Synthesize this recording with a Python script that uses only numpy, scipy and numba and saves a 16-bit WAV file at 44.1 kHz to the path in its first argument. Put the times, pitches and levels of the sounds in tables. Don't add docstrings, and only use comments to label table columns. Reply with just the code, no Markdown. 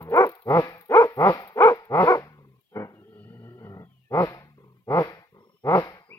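import sys
import numpy as np
from scipy import signal
from scipy.fft import rfft, irfft, next_fast_len
from scipy.io import wavfile
from scipy.ndimage import uniform_filter1d, minimum_filter1d
from numba import njit

SR = 44100
rng = np.random.default_rng(int(sys.argv[2]) if len(sys.argv) > 2 else 0)


def volts(x):
    e = np.asarray(x, float) / 20
    return 10 ** e


def dump(signal):
    limited = np.clip(np.atleast_2d(signal).T, -1, 1)
    pcm = np.round(limited * 32767).astype(np.int16)
    wavfile.write(sys.argv[1], SR, pcm)


N = 272538
T = np.arange(N) / SR


def level(x, db):
    return x * volts(db) / np.sqrt(np.mean(x ** 2))


def colour(x, points, phase=0.):
    size = next_fast_len(N + 4096)
    hz = np.arange(size // 2 + 1) * SR / size
    p = np.array(points, float)
    gain = volts(np.interp(np.log(hz + 1), np.log(p[:, 0]), p[:, 1]))
    lag = phase * np.minimum(hz / 1300, 1) ** 1.6
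    return irfft(rfft(x, size) * gain * np.exp(-1j * lag), size)[..., :N]


def along(points):
    return np.interp(T, *np.transpose(points))


def wander(span_s):
    size = int(span_s * SR)
    return level(uniform_filter1d(uniform_filter1d(rng.standard_normal(N), size), size), 0)


def maximum_since(x, span_s):
    size = 2 * int(span_s * SR / 2) + 1
    return -minimum_filter1d(-x, size, origin=size // 2)


def calls(tables, fade_s=0.024):
    s, *columns = np.concatenate(tables).T
    curves = [uniform_filter1d(np.interp(T, s, c), int(0.005 * SR)) for c in columns]
    sounding = np.minimum(sum((T >= t[0][0]) & (T <= t[-1][0]) for t in tables), 1.)
    fade = np.clip(2 * uniform_filter1d(sounding, int(fade_s * SR)) - 1, 0, 1)
    curves[1] = volts(curves[1]) * fade
    return curves


def barks(rows, shape):
    tables = []
    for s, hz, top_db, rise_s, fall_s, bright_db in rows:
        tables.append([(s + u * (rise_s if u < 0 else fall_s), share * hz, top_db + db, upper_db + bright_db, *more)
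                       for u, share, db, upper_db, *more in shape])
    return tables


@njit
def ring(x, hz, width):
    y, band, low = np.empty(len(x)), 0., 0.
    for i in range(len(x)):
        g, k = np.tan(np.pi * hz[i] / SR), width / hz[i]
        v = (band + g * (x[i] - low)) / (1 + g * (g + k))
        band, low, y[i] = 2 * v - band, low + 2 * g * v, k * v
    return y


def steep(x, hz, width):
    return ring(ring(x, hz, width), hz, width)


@njit
def folds(hz, jitter, shimmer, chance):
    pulses, phase, p, k = np.zeros(len(hz) + 1), np.empty(len(hz)), 0., 0
    for i in range(len(hz)):
        step = hz[i] * np.exp(jitter[i] * chance[k, 0]) / SR
        p += step
        if p >= 1:
            p, k = p - 1, k + 1
            size = np.exp(shimmer[i] * chance[k, 1])
            pulses[i] += size * p / step
            pulses[i + 1] += size * (1 - p / step)
        phase[i] = p
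    return pulses[:-1], phase


def dog(hz, upper_db, throat, low_hz, jitter, shimmer, air, lift, chest_db=0., puff=0.21, tube=ring):
    pulses, phase = folds(hz, jitter + 0 * hz, shimmer + 0 * hz, rng.standard_normal((N // 50, 2)))
    source = pulses + air * rng.standard_normal(N) * np.exp(-phase / puff) * np.sqrt(hz / SR)
    voice = 0
    for k, (f, width, db) in enumerate(throat):
        share = volts(upper_db + 5.5) if f > 600 else volts(chest_db + 9) if f < 200 else 1
        voice = voice + (-1) ** k * volts(db) * share * tube(source, f * lift, 1. * width)
    voice = colour(voice, [(low_hz / 3, -50), (low_hz / 2, -30), (low_hz, 0), (2500, 0.), (6000, -25), (9000, -60)])
    return voice / np.sqrt(uniform_filter1d(voice ** 2, int(.04 * SR)) + 1e-12)


def collapsing(hz):
    return uniform_filter1d(1. * (np.gradient(hz) < 0), 600)


def deep_dog():
    # peak in seconds, top pitch in Hz, level in dB, rise in seconds, fall in seconds, brightness in dB.
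    bark_rows = [(.570, 175.8, -14.5, .12, 0.055, -3.5), (1.268, 199.3, -13.5, 0.11, 0.068, 1.5),
                 (2.005, 187.8, -15.5, .115, .075, 1.5), (4.2, 185.6, -17, 0.1, 0.074, -3),
                 (4.98, 179.1, -17, .115, .07, -3.5), (5.75, 191.6, -15.5, .12, .075, -1.5)]
    # share of rise (-1..0) or fall (0..1), level in dB, upper resonances in dB.
    bark_shape = [(-1, -26.5, -17), (-.8, -14.5, -11), (-.55, -4, -2), (-.15, -2, 0.5), (0, 2, -1.5),
                  (.15, -1, -7), (.45, -2, -11.5), (.65, -15.5, -10), (0.96, -25.5, -2.5)]
    pitch_arch = [(-1, .59), (-.55, .78), (-.15, .96), (0, 1), (.15, .98), (.45, .87), (1, .72)]
    # centre in Hz before lift, width in Hz of one pass, dB before chest and upper offsets.
    airway = [(145.9, 160, -3), (465, 155, 7.5), (821.4, 314, 2.5), (1253, 305, -4.5), (2048, 260, -16),
              (3420, 1100, -44.5)]
    shape = [(u, np.interp(u, *np.transpose(pitch_arch)), *rest) for u, *rest in bark_shape]
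    hz, gain, upper_db = calls(barks(bark_rows, shape))
    falling = collapsing(hz)
    mouth = (maximum_since(hz, 0.11) / 160) ** 0.044
    jitter, shimmer, air = .016 + .02 * falling, .14 + .1 * falling, .3 + .15 * falling
    voice = dog(hz, upper_db, airway, 110, jitter, shimmer, air, mouth, chest_db=-6., tube=steep)
    return gain * voice, gain, falling


def low_growls():
    # start in seconds, top pitch in Hz, level in dB, length in seconds, depth of the pitch arch (0-1).
    growl_rows = [(-.1, 83.84, -41.5, .26, .3), (2.15, 77.6, -51, .45, 1), (3.816, 66, -57.5, .27, .2),
                  (4.286, 75, -53, .56, 1)]
    # share of its length, share of top pitch, level in dB, upper resonances in dB.
    growl_shape = [(0, .86, 0.5, -6.5), (.33, 1, -1, -11.5), (.65, .88, -2.5, -14.5),
                   (1.002, .79, -9, -10.5)]
    # centre in Hz, width in Hz, dB before chest and upper offsets.
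    airway = [(138, 40, 10), (414, 36, -14.5), (1040, 22, -5), (2220, 200, -31.5)]
    tables = [[(s + u * length_s, top * share ** arch, top_db + db, up) for u, share, db, up in growl_shape]
              for s, top, top_db, length_s, arch in growl_rows]
    hz, gain, upper_db = calls(tables)
    return gain * dog(hz, upper_db, airway, 54, 0.005, .1, .08, 1 + 0 * hz, chest_db=-16.5)


def sharp_dog():
    # peak in seconds, pitch in Hz before shaping, level in dB, rise and fall in seconds, brightness in dB.
    bark_rows = [(.208, 404.3, -12, 0.12, 0.095, -3), (.995, 488.4, -8, 0.11, 0.085, 0),
                 (1.66, 478.3, -8, .11, .09, 2), (2.11, 393.8, -13.5, .11, .1, -2.5)]
    # share of rise (-1..0) or fall (0..1), share of pitch, level in dB,
    # upper resonances in dB, singing airway in dB.
    bark_shape = [(-1, .36, -32, -14, -2.5), (-.8, .48, -18, -13.5, -7), (-.55, .7, -8.5, -4.5, -14.5),
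                  (-.3, .88, -3, 2.5, -13.5), (0, 0.98, -1, -3, -8), (.3, .86, -9, 0.5, -9),
                  (.6, .5, -15, -14, -5.5), (1, .36, -38, -18.5, -8)]
    # seconds, pitch in Hz, level in dB, upper resonances in dB,
    # singing airway in dB.
    moan = [(0, 161, -43, 11.5, -8), (.05, 168.6, -54, -1, -16.5), (.084, 181.3, -40, -11, -1.5)]
    # centre in Hz before lift, width in Hz, dB before the upper offset.
    airway = [(456.2, 37, 13.5), (955, 136.4, 5.5), (1430, 203, -5), (2154, 150, -15.5), (2403, 110, -19.5),
              (3560, 500, -61), (4330, 680, -49.5)]
    hz, gain, upper_db, sing_db = calls([moan] + barks(bark_rows, bark_shape))
    lift = (hz / 350) ** .07
    falling = collapsing(hz)
    jitter, shimmer, air = .025 + .03 * falling, .25 + .1 * falling, .3 + .15 * falling
    voice = dog(hz, upper_db, airway, 150, jitter, shimmer, air, lift)
    flutter = 2.5 + 0.42 * level(uniform_filter1d(rng.standard_normal(N), 500), 0)
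    sing_hz = 485 * lift
    apart = np.clip(np.abs(hz - sing_hz) / 70, 0, 1)
    sing = apart * flutter * np.sin(2 * np.pi * np.cumsum(sing_hz) / SR)
    return gain * (volts(0.5) * voice + volts(sing_db) * sing), gain


def litter():
    # seconds, burst peak in dB before noise and colour.
    crack_rows = [(0.026, -44), (0.098, -48.5), (0.1615, -41.5), (0.265, -37), (0.2921, -38.5),
                  (0.3164, -44), (0.3522, -44), (0.422, -47.5), (0.8111, -44), (1.2094, -49),
                  (1.4765, -43.5), (1.853, -50.5), (2.611, -59)]
    # Hz, dB.
    crack_colour = [(1500, -20.5), (4000, -2), (7000, -33), (9000, -20.5), (12000, 1.5), (15500, -7)]
    paws_rest_s = 1.8
    hits = np.zeros(N)
    when, size = rng.random((14, 2)).T
    hits[(when * paws_rest_s * SR).astype(int)] = volts(-53.5 - 3 * np.log(size + .1))
    s, peak_db = np.transpose(crack_rows)
    hits[(s * SR).astype(int)] = volts(peak_db)
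    cracks = signal.lfilter([1], [1, -np.exp(-1 / (0.0042 * SR))], hits)
    rustle = volts(-64.5 + 3.5 * wander(.03)) * np.clip((paws_rest_s - T) / .3, 0, 1)
    return volts(1.5) * colour((cracks + rustle) * rng.standard_normal((2, N)), crack_colour)


def still_air():
    # Hz, relative dB per Hz.
    air_colour = [(30, -6), (120, 0), (400, -4), (700, -7), (1450, -18), (2300, -11), (3300, -13),
                  (6150, -27), (9000, -29), (12500, -22), (15800, -27)]
    return level(colour(rng.standard_normal((2, N)), air_colour), -66)


def blown_breath(deep_gain, falling, sharp_gain):
    # Hz, relative dB per Hz.
    breath_colour = [(300, 2), (1500, 7), (2300, 8.5), (3000, -6), (5000, -12), (7000, -35.5),
                     (9000, -40.5), (12000, -18.5), (15500, -37)]
    flow = volts(-25) * deep_gain * volts(5.5 * falling) + volts(-32.5) * sharp_gain
    return level(colour(rng.standard_normal(N), breath_colour), 0) * flow


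def round_the_body(x, lags_ms=(1.9, 3.1), share=0.57):
    for ms in lags_ms:
        taps = np.zeros(int(ms * SR / 1000) + 1)
        taps[0], taps[-1] = 1, -share
        x = signal.lfilter(taps[::-1], taps, x)
    return x


def hillside(t60_s=0.6, rise_s=0.0082, end_s=0.67, fade_s=0.45):
    t = T[:int(.45 * SR)]
    shape = (1 - np.exp(-t / rise_s)) * volts(-60 * t / t60_s) * np.clip((end_s - t) / fade_s, 0, 1)
    shared, apart = rng.standard_normal(len(t)), rng.standard_normal((2, len(t)))
    noise = signal.sosfiltfilt(signal.butter(2, 2000, fs=SR, output="sos"), shared - apart) + apart
    return noise * shape / np.sqrt(SR)


def in_breaths():
    # seconds from its start, rattle in Hz, level in dB.
    breath_shape = [(0, 46.35, 3.5), (0.049, 51.06, 4), (0.13, 45, -0.5), (.26, 37.77, -7)]
    # start in seconds, level in dB.
    breath_rows = [(2.362, -60.5), (4.564, -58.5), (5.318, -56.5), (6.078, -56.5)]
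    # centre in Hz, width in Hz of one pass, dB before chest and upper offsets.
    airway = [(161, 130, -2), (430, 160, 3.5), (1050, 400, -7), (2050, 290, -20)]
    hz, gain = calls([[(s + dt, f, db + top_db) for dt, f, db in breath_shape] for s, top_db in breath_rows])
    return gain * dog(hz, -3.5, airway, 90, 0.056, 0.43, 1., 1 + 0 * hz, chest_db=-5.0, puff=1.8, tube=steep)


def bird():
    # start in seconds, length in seconds, from Hz, to Hz, rms level at the middle in dB.
    whistles = [(2.64, .26, 3330, 2680, -75), (2.95, .07, 2860, 2800, -70), (3.02, .14, 3217, 3230, -77),
                (3.81, .28, 3453, 2520, -74), (4.03, .07, 1800, 1780, -73), (5.39, .25, 5450, 5420, -81),
                (5.5, .2, 2964, 3100, -80.5), (6.0, .17, 4920, 4880, -74.5),
                (6.102, .055, 2180, 2740, -47.5), (6.115, .028, 2344, 3000, -56.5)]
    edge_db = -2.5
    waver, song = uniform_filter1d(rng.standard_normal(N), 300), 0
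    for s, length_s, start_hz, end_hz, db in whistles:
        glide = [(s, start_hz, db + edge_db),
                 (s + length_s / 2, (start_hz + end_hz) / 2, db),
                 (s + length_s, end_hz, db + edge_db)]
        hz, gain = calls([glide], 0.0088)
        song = song + np.sqrt(2) * gain * np.sin(2 * np.pi * np.cumsum(hz * (1 + .2 * waver)) / SR)
    return song


def long_growl():
    # seconds, pitch in Hz before its wander, level in dB.
    growl_rows = [(2.71, 98.37, -54), (2.748, 102.1, -48), (2.758, 104, -29.5), (2.795, 104.6, -31.5),
                  (2.845, 105.7, -39), (2.875, 99.27, -54.5), (3.1, 107.7, -51.5), (3.2, 110.2, -48.5),
                  (3.478, 116.7, -44.5), (3.58, 123.6, -49), (3.648, 101.4, -42.5), (3.81, 96.3, -42.5),
                  (3.88, 75, -60.5)]
    # centre in Hz before drift, width in Hz of one pass, dB before chest and upper offsets.
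    airway = [(144, 100, 2.5), (248, 140, -8), (416.5, 72, 3), (740, 420, -7), (1330, 260, -12),
              (1950, 120, -14.5)]
    # seconds, upper resonances in dB.
    treble = [(2.71, -9.5), (2.79, -13.5), (2.86, -6.5), (3.0, -16.5), (3.2, -16.5), (3.55, -15.5),
              (3.65, -9), (3.88, -6)]
    # seconds, lowest resonance in dB.
    chest = [(2.75, -18), (2.85, -8.5), (2.92, -22), (3.17, -13), (3.22, -2.5), (3.48, -8), (3.57, -13),
             (3.65, -3)]
    # seconds, wheeze in dB against the growl.
    wheeze_rows = [(2.85, -40), (3.05, -26), (3.2, -16.5), (3.35, -25), (3.65, -25.5), (3.8, -47)]
    hz, gain = calls([growl_rows])
    hoarse = np.clip((-26 - 20 * np.log10(gain + 1e-9)) / 8, 0, 1)
    mouth = 1 + 0.084 * hoarse * wander(0.065)
    hz = hz * (1 + .035 * hoarse * wander(.05))
    jitter, shimmer, puffs = .012 + .023 * hoarse, .1 + .2 * hoarse, .15 + .35 * hoarse
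    voice = dog(hz, along(treble), airway, 90, jitter, shimmer, puffs, mouth, along(chest), puff=3., tube=steep)
    air = rng.standard_normal(N)
    wheeze = steep(air, 2930 + 0 * T, 260.) + volts(-14.0) * steep(air, 4400 + 0 * T, 600.)
    nose = steep(air, 1360 + 0 * T, 110.) + volts(-7.5) * steep(air, 1870 + 0 * T, 160.0)
    return gain * (voice + volts(along(wheeze_rows)) * level(wheeze, 0) + volts(-17.5) * level(nose, 0))


def scene():
    deep, deep_gain, falling = deep_dog()
    sharp, sharp_gain = sharp_dog()
    growls = long_growl() + low_growls() + in_breaths()
    breath = blown_breath(deep_gain, falling, sharp_gain)
    voices = round_the_body(deep + sharp + growls) + volts(-6) * breath
    thrown = volts(4.5) * deep + volts(-4.5) * sharp + volts(11.0) * growls
    sent = colour(thrown, [(150, -11.5), (400, -10.5), (1500, -4.0)]) + volts(17.0) * breath
    song = bird()
    echo = signal.fftconvolve((sent + volts(12.0) * song)[None], hillside(), axes=1)[:, :N]
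    return voices + volts(0.5) * echo + song + litter() + still_air()


def two_ports(dry):
    # Hz, left minus right in dB.
    port_tilt = [(60, -5), (110, 0.5), (200, 3), (380, 1), (700, -3), (1290, 4), (2380, 8), (4400, 4),
                 (8120, 0), (15000, 17)]
    left = colour(dry[0], [(hz, db / 2) for hz, db in port_tilt])
    right = colour(dry[1], [(hz, -db / 2) for hz, db in port_tilt], phase=1.784)
    return np.array([left, right])


def suppress(x, over=1.6, least_db=-14):
    spectrum = signal.stft(x, nperseg=1024, noverlap=768)[2]
    power = uniform_filter1d(np.abs(spectrum) ** 2, size=3)
    quiet = uniform_filter1d(np.percentile(power, 10, axis=-1, keepdims=True), size=9, axis=-2)
    gain = np.clip(1 - over * quiet / power, volts(least_db), 1)
    return signal.istft(spectrum * gain, nperseg=1024, noverlap=768)[1][:, :N]


def limit(x, top=0.71, hold_s=0.002):
    size = int(hold_s * SR)
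    room = minimum_filter1d(np.minimum(top / (np.abs(x).max(axis=0) + 1e-9), 1), size)
    return x * uniform_filter1d(room, size)


def band_limit(x):
    return signal.sosfilt(signal.butter(12, 16460, fs=SR, output="sos"), x)


def record(dry):
    loud_part = limit(suppress(two_ports(dry)))
    top_cut = signal.ellip(8, .2, 70, 15850, fs=SR, output="sos")
    bass_cut = signal.butter(2, 45, "high", fs=SR, output="sos")
    finished = signal.sosfilt(np.vstack([top_cut, bass_cut]), loud_part)
    return band_limit(finished)


dry = scene()
out = record(dry)
dump(out)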